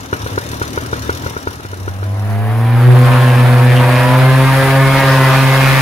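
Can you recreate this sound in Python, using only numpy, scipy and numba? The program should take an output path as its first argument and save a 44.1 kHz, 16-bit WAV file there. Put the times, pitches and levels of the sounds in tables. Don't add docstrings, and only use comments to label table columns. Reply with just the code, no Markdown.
import sys
import numpy as np
from scipy import signal
from scipy.fft import rfft, irfft, next_fast_len
from scipy.io import wavfile
from scipy.ndimage import uniform_filter1d
from numba import njit

SR = 44100
rng = np.random.default_rng(int(sys.argv[2]) if len(sys.argv) > 2 else 0)


def output_pcm(signal):
    pcm = np.clip(np.atleast_2d(signal).T, -1, 1) * 32767
    wavfile.write(sys.argv[1], SR, np.round(pcm).astype(np.int16))


def gain_from_db(level_db):
    decades = np.asarray(level_db, float) / 20
    return 10 ** decades


N = 256220
T = np.arange(N) / SR

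# t/s, rate/Hz
FIRING_RATE_HZ = [(1.5, 91.3), (1.75, 93.5), (2, 97.8), (2.38, 106.4), (2.62, 116), (2.88, 124),
                  (3.12, 126.3), (3.25, 125.9), (3.42, 124.2), (3.62, 124.6), (3.75, 125.9), (4, 126.8),
                  (4.25, 131.7), (4.38, 132.8), (4.75, 135.2), (5, 135.8), (5.25, 133.7), (5.81, 134.6)]
# t/s, rate/Hz
BELT_SLIP_HZ = [(2, 7.65), (2.5, 7.8), (2.8, 7.16), (3.3, 8), (3.9, 7.03), (4.55, .58), (5.1, 4.16),
                (5.81, 5.52)]
# t/s, share of full-throttle colour/1
THROTTLE = [(2, -0.45), (3, 0.22), (4, 0.29), (4.6, 0.59), (5.81, 1.02)]
# t/s, share/1
SPOOL = [(2.2, 0.79), (2.5, 0.74), (2.75, 0.83), (3, 0.14)]
# f/Hz, level/dB
SPOOL_COLOUR_DB = [(220, -0.5), (330, 2.5), (480, -11), (600, -7), (700, -3.5), (780, 3.5), (900, -10.5),
                   (1100, -5), (2000, -1)]
# t/s, level/dB
DRONE_DB = [(1.6, -37), (1.82, -25.5), (1.95, -25), (2.03, -18.5), (2.5, -14.5), (2.82, -7.5), (2.89, 0.5),
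            (3.1, -8), (3.7, -6.5), (3.92, -10.5), (4.08, -11.5), (4.26, -6.5), (4.67, -14), (4.83, -7.5),
            (5.02, -17), (5.08, -10), (5.71, -11), (5.81, -12)]
# t/s, roar level/dB, buzz over roar/dB
EFFORT_DB = [(1.35, -73, -14), (1.6, -49, -9), (1.9, -37.5, -4.5), (2.1, -39.5, 0.5), (2.3, -30.5, -1.5),
             (2.75, -24, -3), (2.9, -17.5, -3.5), (3.1, -16.5, -5.5), (3.3, -17.5, -7), (3.9, -16.5, -5),
             (4.85, -16.5, -4), (5, -15, -5), (5.81, -14.5, -11)]
# t/s, level/dB
FLIGHT_IN_DB = [(1.35, -40), (1.6, -2), (1.7, -1)]
# t/s, lag of left side/samples
HEADING_LAG = [(1.5, -18.5), (3, 4), (4, 3), (4.6, 2), (5.2, 0), (5.81, 6)]
# f/Hz, level/dB
EXHAUST_LOW_DB = [(200, 1.5), (250, 1.5), (375, -15.5), (440, 1), (500, 2.5), (630, -13.5), (900, -29),
                  (1400, -19.5), (2000, -18.5), (2500, -26.5), (4000, -32)]
# f/Hz, level/dB
EXHAUST_FULL_DB = [(200, -1.5), (270, 0.5), (400, -5), (540, 1.5), (800, -17), (1100, -2.5), (1500, -7),
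                   (2200, -3), (2600, -38), (4000, -26)]
# f/Hz, level/dB
BLADE_COLOUR_DB = [(100, -11), (250, -14), (360, -7), (480, -6), (600, 1), (800, -8), (1000, 0.5),
                   (1300, -19.5), (1700, -8.5), (2400, -43), (4000, -51)]
# t/s, level/dB, length/s, f/Hz
CRACK_BURSTS = [
    (3.135, -19, 0.0075, 2540),
    (3.207, -31, 0.033, 3300),
    (3.29, -27, .03, 2700),
    (3.375, -25, 0.056, 2300),
    (3.707, -23, .05, 2140),
    (3.777, -22.5, 0.03, 2840),
    (3.975, -25, 0.081, 2300),
]
RASP_HZ = [990, 1440, 1900, 2300]
# t/s, peak/dB, pipe ring f/Hz, thump level/dB
FIRINGS = [(0.127, -10.5, 413, -4), (0.261, -19, 474, -4), (0.376, -11.5, 420, -7), (0.531, -24, 372, -12),
           (0.614, -13.5, 417, -2), (0.747, -39, 342, -6.0), (0.774, -12, 450, -3), (0.928, -12.5, 408, -4),
           (1.092, -10.5, 420, -7), (1.235, -24, 345, -15), (1.261, -19, 478, 1), (1.364, -17.5, 420, -11),
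           (1.47, -14, 410, -4), (1.596, -30, 375, -1), (1.648, -26.5, 387, 2), (1.73, -23, 405, -11),
           (1.877, -18, 400, -12.5), (2.027, -22.5, 418, -4)]
TURNS_TO_FIRING = [5, 5, 4, 6, 3, 5, 1, 6, 6, 6, 1, 4, 4, 5, 2, 3, 5, 6]
# f/Hz, level/dB, t60/s, delay/ms
PIPE_MODES = [(944, -5.5, 0.045, 1.67), (1316, -6.5, 0.048, 2.14), (1455, 2.5, 0.053, 3.13),
              (1210, -43, 0.016, 2.2), (613, -18, 0.078, 1.7), (2300, -17, 0.053, 2.8),
              (2810, -24.5, 0.085, 2.4), (4020, -22, 0.038, 3.2)]
# f/Hz, width/Hz, level/dB
EXHAUST_BOX = [(96.3, 44, 0), (167, 150, -24), (264.5, 22.6, -7.5), (497, 36, -32)]
# f/Hz, width/Hz, level/dB
CASING = [(987, 80, 2.5), (1330, 29, 4), (2170, 100, -13), (2950, 45, 2), (3686, 50, 11.5),
          (4150, 160, 4.5), (5650, 1400, -2.5), (6730, 180, 4.5)]
# f/Hz, level/dB
RATTLE_DB_AT_HZ = [(80, -21), (150, -9.5), (260, -5), (480, -8.5), (700, -12), (950, -13), (1600, -10.5),
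                   (2050, -18.5), (2900, -21), (4600, -26.5), (5800, -24), (7400, -32.5), (11000, -28),
                   (13500, -33.5), (16000, -34)]
# t/s, level/dB
IDLE_LEVEL_DB = [(0, -1), (.1, -3.5), (.2, 0.5), (1.17, 1.5), (1.22, 1.5), (1.5, -3), (1.6, -4),
                 (2.2, -8.5), (2.35, -10), (2.45, -45)]
# t/s, swell/dB, length/s
BOOMS = [(.24, 5, 0.036), (.35, 6.5, 0.034), (.52, 3.5, .05), (.6, 1.5, 0.024), (.71, 3, 0.029),
         (.9, 1, .03), (1.06, 5, 0.06), (1.26, 4, 0.036), (1.9, 5, 0.14)]
# f/Hz, likeness/1
IDLE_SAME = [(100, .97), (500, 0.64), (2000, 0.62), (6000, 0.067), (15000, 0.078)]
# f/Hz, level/dB
IDLE_LEFT_DB = [(60, 0.5), (180, 2), (550, 4), (1650, 1), (4970, 4), (15000, 3.5)]
# f/Hz, density/dB per Hz
ROAR_LOW_DB = [(30, -23), (100, 4), (200, -5.5), (400, -13.5), (700, -1.5), (1200, -4), (2000, -8),
               (3000, -15.5), (5000, -23), (8000, -56)]
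# f/Hz, density/dB per Hz
ROAR_FULL_DB = [(30, -12), (100, 1), (200, -4.5), (400, -7), (700, -6.5), (1200, -1.5), (2000, -3.5),
                (3000, -8.5), (5000, -15), (8000, -26)]
# f/Hz, likeness/1
ROAR_SAME = [(60, 0.2), (180, 0.2), (550, 1), (1650, 0.54), (4970, 0.016), (15000, 1)]
# f/Hz, level/dB
HISS_DB_AT_HZ = [(2500, -8), (4500, -8.5), (6500, -4), (7700, -5.5), (8800, -2), (10200, 3), (12000, -3),
                 (14000, -3.5), (16000, -8)]
# f/Hz, level/dB
HISS_SPOOL_DB = [(5000, 1), (7800, -5), (10000, 0), (13000, 1.5)]
# f/Hz, likeness/1
HISS_SAME = [(3000, 0.083), (6000, 0.27), (7500, 0.64), (10000, 0.19), (14000, 0.52)]
# t/s, hiss swell/dB, length/s
WASHES = [
    (2.2, 1, .25),
    (2.95, 1.5, 0.076),
    (4.65, 3, .18),
]
# t/s, swell/dB, length/s
GUSTS = [
    (3.12, 14, 0.087),
    (3.45, 8, 0.22),
    (4.5, 6, 0.16),
    (4.97, 9, 0.052),
    (5.45, 4, .15),
    (5.7, 20, 0.061),
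]


def flight():
    speed_hz, slip_hz = curve(FIRING_RATE_HZ), curve(BELT_SLIP_HZ)
    roar_db, buzz_db = curves(EFFORT_DB)
    buzz, fired = exhaust_buzz(speed_hz)
    blades, passed = blade_buzz(speed_hz - slip_hz)
    stacks = gain_from_db(buzz_db) * buzz + gain_from_db(buzz_db - 2) * blades
    tones = np.sqrt(2) * gain_from_db(curve(DRONE_DB) + 1) * exhaust_drone(fired, passed, slip_hz)
    tones += gain_from_db(roar_db + 3.5) * stacks
    throb = evened(1 + 0.37 * np.exp(-((fired + 0.35) % 1) / 0.1) + 0.044 * np.cos(2 * np.pi * passed))
    air = roar(roar_db, throb) + hiss(roar_db, throb) + wind(roar_db)
    air += port_cracks(fired, roar_db) + port_edges(fired, roar_db)
    return (tones * gain_from_db(curve(FLIGHT_IN_DB)) + air) * (T > 1.35)


def exhaust_buzz(rate_hz):
    colour = blend(EXHAUST_LOW_DB, EXHAUST_FULL_DB)
    return stack(rate_hz, count=30, colour_db=lambda hz, t, k: colour(hz, t) - 99 * (k == 1),
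                 jitter=0.00045, wander_db=6, apart_db=1.87)


def blade_buzz(rate_hz):
    cage_order, cage_db = 7, 6

    def colour_db(hz, t, k):
        return read(BLADE_COLOUR_DB, hz) + cage_db * (k == cage_order) * (t < 2.7)

    return stack(rate_hz, count=24, colour_db=colour_db, jitter=0.0019, wander_db=5.5, apart_db=2.2)


def exhaust_drone(fired, passed, slip_hz):
    chop_angle_turns, chop_db, db_per_slip_hz, spool_db = 0.26, -35, 2.57, -17
    sway = 0.2 * drift(9) - np.pi * curve(HEADING_LAG) * 130 / SR
    drone = np.cos(2 * np.pi * (fired - 0.12) + [sway, -sway])
    level_db = chop_db + db_per_slip_hz * slip_hz + spool_db * curve(SPOOL) * (T < 3)
    return drone + gain_from_db(level_db) * np.cos(2 * np.pi * (fired + passed - chop_angle_turns) + 1.38)


def port_cracks(fired, roar_db):
    cracks = np.exp(-((fired + 0.32) % 1) / 0.1) * rng.standard_normal(N)
    band = signal.butter(2, [1700, 3900], "band", fs=SR, output="sos")
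    return gain_from_db(-11 + 1.73 * roar_db) * evened(signal.sosfilt(band, cracks))


def port_edges(fired, roar_db):
    rasp_db, waver_db = -9.5, 4
    port = np.diff((fired + 0.3544).astype(int), prepend=0)
    rasp = 0
    for hz in RASP_HZ:
        band = resonate(resonate(port, hz, 490), hz, 490)
        rasp = rasp + gain_from_db(waver_db * drift(11)) * evened(band)
    out = gain_from_db(roar_db + rasp_db) * np.clip(curve(THROTTLE) + 0.28, 0, 1) * evened(rasp)
    for s, db, length_s, hz in CRACK_BURSTS:
        crack = evened(resonate(resonate(port, hz, 670), hz, 750))
        out += swells([(s, gain_from_db(db), length_s)]) * crack
    return out


def idle():
    turns = crank_turns()
    strength = rng.standard_normal((int(turns[-1]) + 2, 2))
    level_db = curve(IDLE_LEVEL_DB)
    kick = 0
    for s, db, *_ in FIRINGS:
        kick = kick + gain_from_db(db + 11.5 - curve(IDLE_LEVEL_DB, s)) * np.exp(-abs(T - s) / 0.029) * (T > s)
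    mix = gain_from_db(-31 + level_db + swells(BOOMS)) * chuff(turns, strength[:, 0])
    mix = mix + gain_from_db(-30.5 + level_db + 5.5 * kick) * rattle(turns, strength[:, 1])
    for s, *rest in FIRINGS:
        mix[:, round((s - 0.0002) * SR):][:, :4000] += firing(*rest)
    return place_left(mix) * (T < 2.45)


def crank_turns():
    spark_angle_turns, idle_turns_per_s = 0.6, 38
    sparks_s = np.transpose(FIRINGS)[0]
    angles = np.cumsum(TURNS_TO_FIRING) + spark_angle_turns
    ends = angles[[0, -1]] + idle_turns_per_s * (T[[0, -1]] - sparks_s[[0, -1]])
    return np.interp(T, [0, *sparks_s, T[-1]], [ends[0], *angles, ends[1]])


def firing(db, hz, thump_db):
    t = np.arange(4000) / SR
    bang = -np.sin(2 * np.pi * hz * t) * (t / 0.0021) ** 2 * np.exp(2 - 2 * t / 0.0024)
    for mode_hz, mode_db, t60_s, delay_ms in PIPE_MODES:
        late = np.maximum(t - delay_ms / 1000, 0)
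        ring = gain_from_db(mode_db - 60 * late / t60_s) * np.sin(2 * np.pi * mode_hz * late)
        bang += ring * (1 - np.exp(-late / 0.00035))
    late = np.maximum(t - 0.0015, 0)
    bang -= gain_from_db(thump_db - 60 * late / 0.1) * np.sin(2 * np.pi * 95 * late)
    return gain_from_db(db) * bang


def chuff(turns, strength):
    puffs = np.diff((turns + 0.5).astype(int), prepend=0) * gain_from_db(2.7 * strength[turns.astype(int)])
    drive = evened(puffs) + 0.61 * rng.standard_normal(N)
    out = 0
    for hz, width_hz, db in EXHAUST_BOX:
        band = resonate(resonate(drive, hz, 1.35 * width_hz), hz, 1.35 * width_hz)
        out = out + gain_from_db(db) * evened(band)
    return evened(out)


def rattle(turns, strength):
    phase = turns % 1
    slap = 0.63 + 1.81 * gain_from_db(2.2 * strength[turns.astype(int)]) * np.exp(-phase / 0.29) + 0.077 * phase ** 4
    clatter = noise(lambda hz, t: read(RATTLE_DB_AT_HZ, hz) + 0 * t, IDLE_SAME,
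                    patchy_db=2, flicker_db=1.2, start=0, stop=2.5)
    high = signal.lfilter(*signal.butter(2, 2500, "high", fs=SR), clatter)
    clatter = clatter + high * (0.96 * slap - 1)
    return clatter + sum(gain_from_db(db - 5) * resonate(clatter, hz, width_hz) for hz, width_hz, db in CASING)


def place_left(mix):
    lag_samples = 14
    size = next_fast_len(N)
    hz = np.fft.rfftfreq(size, 1 / SR)
    half = gain_from_db(read(IDLE_LEFT_DB, hz) / 2)
    sides = [half, np.exp(-2j * np.pi * hz * lag_samples / SR) / half]
    return irfft(rfft(mix, size) * sides, size)[:, :N]


def roar(roar_db, throb):
    air = noise(blend(ROAR_LOW_DB, ROAR_FULL_DB), ROAR_SAME, patchy_db=1.88, flicker_db=-1, start=1.35, stop=6)
    return gain_from_db(roar_db - 1.24) * air * throb


def hiss(roar_db, throb):
    air = noise(lambda hz, t: read(HISS_DB_AT_HZ, hz) + curve(SPOOL, t) * read(HISS_SPOOL_DB, hz),
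                HISS_SAME, patchy_db=0.5, flicker_db=0.9, start=1.2, stop=6)
    return gain_from_db(-19 + 0.93 * roar_db + swells(WASHES) + 3) * air * throb ** 0.19


def wind(roar_db):
    gusts = rng.standard_normal((3, N))
    band = signal.butter(4, [34, 68], "band", fs=SR, output="sos")
    buffet = signal.sosfilt(band, gusts[0] + 0.55 * gusts[1:])
    return gain_from_db(-45 + 0.16 * roar_db + swells(GUSTS)) * evened(buffet)


def stack(rate_hz, count, colour_db, jitter, wander_db, apart_db):
    turns = np.cumsum(rate_hz * (1 + jitter * drift(40))) / SR
    t = np.arange(N // 256 + 2) * 256 / SR
    order = np.arange(1, count + 1)[:, None]
    hz = order * np.interp(t, T, rate_hz)
    knots = rng.standard_normal((5 * count, 120))
    wavers = [np.interp(t * 13, np.arange(120), v) for v in knots]
    both, *apart = np.reshape(wavers, (5, count, -1))
    spool = curve(SPOOL, t)
    wander = wander_db * np.minimum((order / 6.8) ** 3, 1.7) * np.minimum(both, 0.6) * (1 - 0.5 * spool)
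    level_db = colour_db(hz, t, order) + spool * read(SPOOL_COLOUR_DB, hz) + wander
    level_db = level_db + apart_db * np.array(apart[:2])
    lag = hz * curve(HEADING_LAG, t) / SR
    phase = 2 * np.pi * (0.01193 * order ** 2 + np.array([-lag, lag]) / 2)
    phase = phase + apart_db / 11.7 * np.array(apart[2:])
    return overtones(turns, gain_from_db(level_db) * np.exp(1j * phase), 256), turns


@njit
def overtones(turns, gains, step):
    out = np.zeros((2, len(turns)))
    for n in range(len(turns)):
        spin, frame, share = np.exp(2j * np.pi * turns[n]), n // step, n % step / step
        power = spin
        for k in range(gains.shape[1]):
            for side in range(2):
                gain = gains[side, k, frame] * (1 - share) + gains[side, k, frame + 1] * share
                out[side, n] += (power * gain).real
            power *= spin
    return out


def noise(colour_db, same, patchy_db, flicker_db, start, stop):
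    first, last = round(start * SR), min(round(stop * SR), N)
    frames, hz = (last - first) // 256 + 3, np.fft.rfftfreq(512, 1 / SR)
    a, b, c, d, patches = rng.standard_normal((frames, 257, 5)).T
    patches = evened(uniform_filter1d(uniform_filter1d(patches, size=3, axis=0), size=8, axis=1))
    flicker = evened(uniform_filter1d(rng.standard_normal(frames), size=3))
    like = np.clip(read(same, hz), -1, 1)[:, None]
    left = a + 1j * b
    z = np.array([left, like * left + np.sqrt(1 - like ** 2) * (c + 1j * d)])
    gain = gain_from_db(colour_db(hz[:, None], start + np.arange(frames) * 256 / SR))
    z *= gain / np.sqrt((gain ** 2).mean(0)) * gain_from_db(patchy_db * patches + flicker_db * flicker)
    sound = signal.istft(z, window="cosine", nperseg=512, noverlap=256)[1]
    out = np.zeros((2, N))
    out[:, first:last] = evened(sound[:, :last - first])
    return out


def blend(low, full):
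    return lambda hz, t: read(low, hz) + curve(THROTTLE, t) * (read(full, hz) - read(low, hz))


def evened(x):
    return x / np.sqrt(np.mean(x ** 2) + 1e-20)


def read(points, hz):
    f, value = np.transpose(points)
    return np.interp(np.log(hz + 1), np.log(f + 1), value)


def curves(rows, t=T):
    s, *columns = np.transpose(rows)
    return [np.interp(t, s, c) for c in columns]


def curve(rows, t=T):
    return curves(rows, t)[0]


def swells(rows):
    return sum(height * np.exp(-((T - s) / length_s) ** 2) for s, height, length_s in rows)


def resonate(x, hz, width_hz):
    return signal.lfilter(*signal.iirpeak(hz, hz / width_hz, SR), x)


def drift(rate_hz):
    return np.interp(T * rate_hz, np.arange(400), rng.standard_normal(400))


def scene():
    return idle() + flight()


def roll_off(x):
    return signal.sosfilt(signal.butter(12, 16540, fs=SR, output="sos"), x)


def record(dry):
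    ceiling, low_hz, edge_hz = 0.7, 14, 15750
    soft = dry / (1 + abs(dry / ceiling) ** 4) ** (1 / 4) + 0.08 * dry
    soft = signal.lfilter(*signal.butter(1, low_hz, "high", fs=SR), soft)
    lowpass = signal.firwin(301, edge_hz, window=("kaiser", 8), fs=SR)
    soft = signal.oaconvolve(soft, lowpass[None], "same")
    return roll_off(soft)


dry = scene()
out = record(dry)
output_pcm(out)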